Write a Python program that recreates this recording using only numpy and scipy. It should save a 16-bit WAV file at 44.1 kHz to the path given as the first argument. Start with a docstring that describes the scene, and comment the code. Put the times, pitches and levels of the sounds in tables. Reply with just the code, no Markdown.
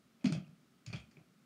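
"""Two aluminium crutches are planted on a wooden floor in a small, quiet bedroom.
First one rubber tip thuds on the boards, and its loose sliding tubes clack as they take weight.
About 0.6 s later the second crutch lands more softly, with its own thuds and clacks.
Last come a faint tick and a soft knock as the crutches settle.
All along, the room rings briefly after each hit, over a low hush."""
import sys
import numpy as np
from scipy import signal
from scipy.fft import rfft, irfft
from scipy.io import wavfile

SR = 44100
rng = np.random.default_rng(int(sys.argv[2]) if len(sys.argv) > 2 else 0)


def to_wav(sig):
    """Store sig (one row per channel, or 1-D mono) as 16-bit WAV at the path in sys.argv[1].

    Samples outside -1..1 are clipped; the rate is SR.
    """
    pcm = np.clip(np.atleast_2d(sig), -1, 1) * 32767
    pcm = np.round(pcm).astype(np.int16)
    wavfile.write(sys.argv[1], SR, pcm.T)  # frames by channels


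N = 63945

# Each push of a rubber tip: start_s, level_db, pitch_hz, peak_s, overtone_db, boom_db
TIP_THUDS = [(0.2421, -20.5, 247.4, 0.0084, -32, -40), (.260, -23, 195.4, 0.008, -24, -41.5),
             (.297, -31, 283, 0.0075, -25, -38), (.313, -27, 165.2, 0.014, -21.5, -32),
             (.357, -32, 160.4, 0.008, -36, -31), (.372, -35, 158, 0.011, -23, -36),
             (.415, -54, 177.6, 0.011, -18, -30), (0.485, -49.5, 161.2, 0.0096, -31, -34),
             (0.514, -57, 164.2, 0.016, -28, -41), (0.868, -41, 129.7, 0.013, -20.5, -32),
             (.894, -40, 129, 0.0068, -19, -18), (0.927, -42.5, 183, 0.0059, -13.5, -35),
             (0.935, -36, 138, .013, -18.5, -18), (.963, -46, 194, 0.0074, -26, -10),
             (0.978, -52, 129, 0.0105, -17, -12), (1.167, -55.5, 165.5, 0.0055, -3.5, -30),
             (1.174, -53, 159.8, 0.0093, -8, -28), (1.204, -57.5, 141, 0.0091, -3.5, -33)]
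def thud(level_db, pitch_hz, peak_s, overtone_db, boom_db):
    """A rubber tip presses the floor: a low note swells and dies, and the whole floor booms faintly."""
    overtone_ratio = 2.195  # the boards' next way of bending
    boom_hz, boom_fade_s = 72, 0.24  # every fade_s is the time to fall by 60 dB
    t = np.arange(SR // 2) / SR
    note = np.sin(2 * np.pi * pitch_hz * t)
    overtone = amp(overtone_db) * np.sin(2 * np.pi * overtone_ratio * pitch_hz * t)
    boom_rise = 1 - np.exp(-(t / peak_s) ** 2)
    boom = amp(boom_db - 60 * t / boom_fade_s) * boom_rise * np.sin(2 * np.pi * boom_hz * t)
    return amp(level_db) * (swell(t / peak_s) * (note + overtone) + boom)


# The floorboards' own notes: pitch_hz, level_db, fade_s
BOARD_NOTES = [(120.3, -7.5, 0.45), (149.8, -13, 0.57), (190, 0, 0.27), (233, 3, 0.66)]
def floorboards(push):
    """The floorboards go on ringing after each push."""
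    t = np.arange(SR // 2) / SR
    ringing = np.zeros(len(t))
    for pitch_hz, level_db, fade_s in BOARD_NOTES:
        scale = 2 * np.log(1000) / (fade_s * SR)  # stops longer notes from building up louder
        ringing += scale * amp(level_db - 60 * t / fade_s) * np.sin(2 * np.pi * pitch_hz * t)
    return push + amp(-8.5) * signal.fftconvolve(push, ringing)[:N]


# Where each clack's tone is turned up or down: frequency_hz
TONE_BANDS = [700, 2400, 3400, 4700, 7500]
# Each time the loose tubes knock together: start_s, level_db, chatter_s, room_db, one tone_db per band
TUBE_CLACKS = [(.2085, -70.5, 0.0029, 9, 3.5, 1, -3, -7, -11.5),
               (0.242, -48, 0.0083, -1.2, 3.5, 4, -1.5, -2.5, 2.5),
               (0.2555, -41, 0.0071, -1.3, -5, 1, 1, 2.5, -1),
               (.3230, -37.5, 0.0034, -2.9, -1, -2, 1, -2, 1),
               (.349, -61.5, 0.0039, -6.5, 17, 10, -6, 7, -12),
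               (0.478, -68, 0.0032, -8.3, 8, 0, -10, 4, -3.5),
               (0.8621, -48, 0.0052, 0.098, -15, -1.5, -4.5, 2.5, -1),
               (.902, -61, 0.0052, -1.6, 2, 11.5, -2, -6, 0), (.9275, -52.5, 0.006, 4.1, -2, 3, 2.5, -1, 0),
               (.9335, -46, 0.0044, -0.62, -1.5, 3, -4, 2, -22),
               (.9592, -51.5, 0.0035, -0.41, -10, -4.5, 11, -5, 2),
               (.999, -62.5, 0.0023, 4.3, -10, -5, -7, -8, 5.5),
               (1.1115, -66, 0.0042, 1.6, -1.5, 0.5, -5.5, 3, 2),
               (1.1689, -63, 0.0052, -0.73, 2, 0, -9, -9, -17)]
def clack(level_db, chatter_s, room_db, *tone_db):
    """The tubes chatter together for a few milliseconds, ring faintly and set off the room."""
    rise_s = 0.00025
    t = np.arange(SR // 2) / SR
    rise = 1 - np.exp(-t / rise_s)
    contact = rise * np.exp(-(t / chatter_s) ** 4)
    chatter = contact * rng.choice([-1, 1], len(t))
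    echo = amp(room_db + 2) * np.linalg.norm(contact) * room_echo()
    metal = metal_crack(chatter + echo) + amp(-27) * rise * tube_ring(t)
    return amp(level_db) * shape_tone(metal, list(zip(TONE_BANDS, tone_db)))


# The tone of metal hitting metal: frequency_hz, level_db
CRACK_TONE = [(120, -6.5), (330, 1.5), (460, 0.5), (640, 7), (1000, -7), (1350, -0.5), (1800, -7),
              (2350, 4), (2850, -4), (3300, 1), (3800, -11), (4550, -1.5), (5500, -5.5), (6800, -8.5),
              (7900, -19), (9000, -14), (10200, -29.5), (15000, -40)]
def metal_crack(burst):
    """Turns a burst of noise into a dry metal crack of about the same energy."""
    filter_gain = np.linalg.norm(shape_tone(signal.unit_impulse(len(burst)), CRACK_TONE))
    return shape_tone(burst, CRACK_TONE) / filter_gain


# The tubes' own notes: pitch_hz, level_db, fade_s
TUBE_NOTES = [(596, 4, 0.31), (1206, -0.5, .35), (2200, -19, 0.22), (2110, -2.5, 0.11), (2590, 2, 0.13),
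              (2480, -1.5, 0.47), (2560, 12, .22), (3110, -2, 0.39), (4280, -4.5, 0.19), (4860, -16, 0.05),
              (4920, 5.5, 0.094)]
def tube_ring(t):
    """A struck tube rings with several pure notes, each fading at its own speed."""
    return sum(amp(level_db - 60 * t / fade_s) * np.sin(2 * np.pi * (pitch_hz * t + rng.random()))
               for pitch_hz, level_db, fade_s in TUBE_NOTES)


# Each square hit on a tube wall: start_s, level_db, pitch_hz, peak_s
TUBE_CLINKS = [(0.255, -38, 4250, 0.0019), (0.3238, -42, 4670, 0.0011), (0.445, -63, 2790, 0.0026),
               (0.4662, -63, 2550, 0.0016), (.8635, -50.5, 6900, 0.0017), (.9115, -51, 2300, 0.0019),
               (.928, -46, 4470, 0.0023), (.9328, -41.5, 2427, 0.0023), (.999, -53, 2494, 0.0029),
               (1.168, -56, 2390, 0.0024)]
def clink(level_db, pitch_hz, peak_s):
    """A tube wall gives one high note that dies almost at once, and the room echoes it."""
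    t = np.arange(SR // 2) / SR
    note = amp(level_db) * swell(t / peak_s) * np.sin(2 * np.pi * pitch_hz * t)
    return note + amp(-7) * signal.fftconvolve(note, room_echo())[:len(t)]


# How long the bedroom rings, from bass to treble: frequency_hz, fade_s
ROOM_FADES = [(120, 0.22), (250, 0.28), (600, 0.29), (1400, 0.26), (2700, 0.23), (5000, 0.2), (9000, 0.17)]
def room_echo():
    """Many reflections blur into one tail that builds quickly and dies soonest in the treble."""
    build_s, fade_bend = 0.0013, 1.216  # a bend above 1 holds the tail, then drops it faster
    count = SR // 2
    hz, t, noise = signal.stft(rng.standard_normal(count), SR, nperseg=256)
    fall_db = -60 * (t / read_curve(ROOM_FADES, hz)[:, None]) ** fade_bend
    tail = signal.istft(noise * amp(fall_db), SR, nperseg=256)[1][:count]
    tail *= 1 - np.exp(-np.arange(count) / SR / build_s)
    return tail / np.linalg.norm(tail)


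# The tone of the quiet room: frequency_hz, relative_level_db
HUSH_TONE = [(25, -42), (48, -29), (68, -14.5), (98, -27), (125, -5.5), (170, -1.5), (245, -0.5),
             (310, -10.5), (380, -10), (480, -18.5), (620, -17), (950, -24), (1280, -16), (1700, -22),
             (2500, -23), (5000, -27), (10000, -33.5), (15500, -37)]
def hush():
    """A steady low room rumble with a thin hiss."""
    gains = amp(read_curve(HUSH_TONE, np.fft.rfftfreq(N, 1 / SR)))
    noise = irfft(rfft(rng.standard_normal(N)) * gains, N)
    return amp(-68.5) * noise / np.sqrt(np.mean(noise ** 2))


def amp(db):
    """Turns decibels into a number to multiply by."""
    return 10 ** (np.asarray(db) / 20)


def swell(progress):
    """Rises smoothly to 1 when progress is 1, then dies away."""
    return (progress * np.exp(1 - progress)) ** 3


def read_curve(points, hz):
    """Reads between a table's rows, giving each octave about the same width."""
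    row_hz, values = np.transpose(points)
    return np.interp(np.log(hz + 1), np.log(row_hz + 1), values)


def shape_tone(sound, points, size=4096):
    """Turns frequencies up or down along a curve of frequency_hz, level_db points."""
    hz = abs(np.fft.fftfreq(size, 1 / SR))
    log_gain = np.log(amp(read_curve(points, hz)))
    response = np.exp(np.conj(signal.hilbert(log_gain)))  # nothing rings before the hit
    taps = np.fft.ifft(response).real
    return signal.fftconvolve(sound, taps[:size // 2])[:len(sound)]


def add(mix, start_s, sound):
    """Mixes a sound in at its start time."""
    part = mix[max(round(start_s * SR), 0):][:len(sound)]
    part += sound[:len(part)]


def scene():
    """Thuds, clacks and clinks over the hush; the small microphone loses their deepest bass."""
    wall_delay_s, low_cut_hz = 0.02069, 55
    push = np.zeros(N)
    for start_s, *row in TIP_THUDS:
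        add(push, start_s, thud(*row))
    wood = floorboards(push)
    mix = wood + amp(-9.5) * signal.fftconvolve(wood, room_echo())[:N]
    add(mix, wall_delay_s, amp(-15.5) * push)  # the nearest wall throws the thuds back
    for start_s, *row in TUBE_CLACKS:
        add(mix, start_s, clack(*row))
    for start_s, *row in TUBE_CLINKS:
        add(mix, start_s, clink(*row))
    bass_cut = signal.butter(4, low_cut_hz, "high", fs=SR, output="sos")
    return (signal.sosfilt(bass_cut, mix) + hush())[None]


def record(dry):
    """Takes away the very highest treble."""
    high_cut_hz = 15750
    treble_cut = signal.firwin(511, high_cut_hz, window=("kaiser", 9), fs=SR)
    return signal.oaconvolve(dry, treble_cut[None], "same")


dry = scene()
out = record(dry)
to_wav(out)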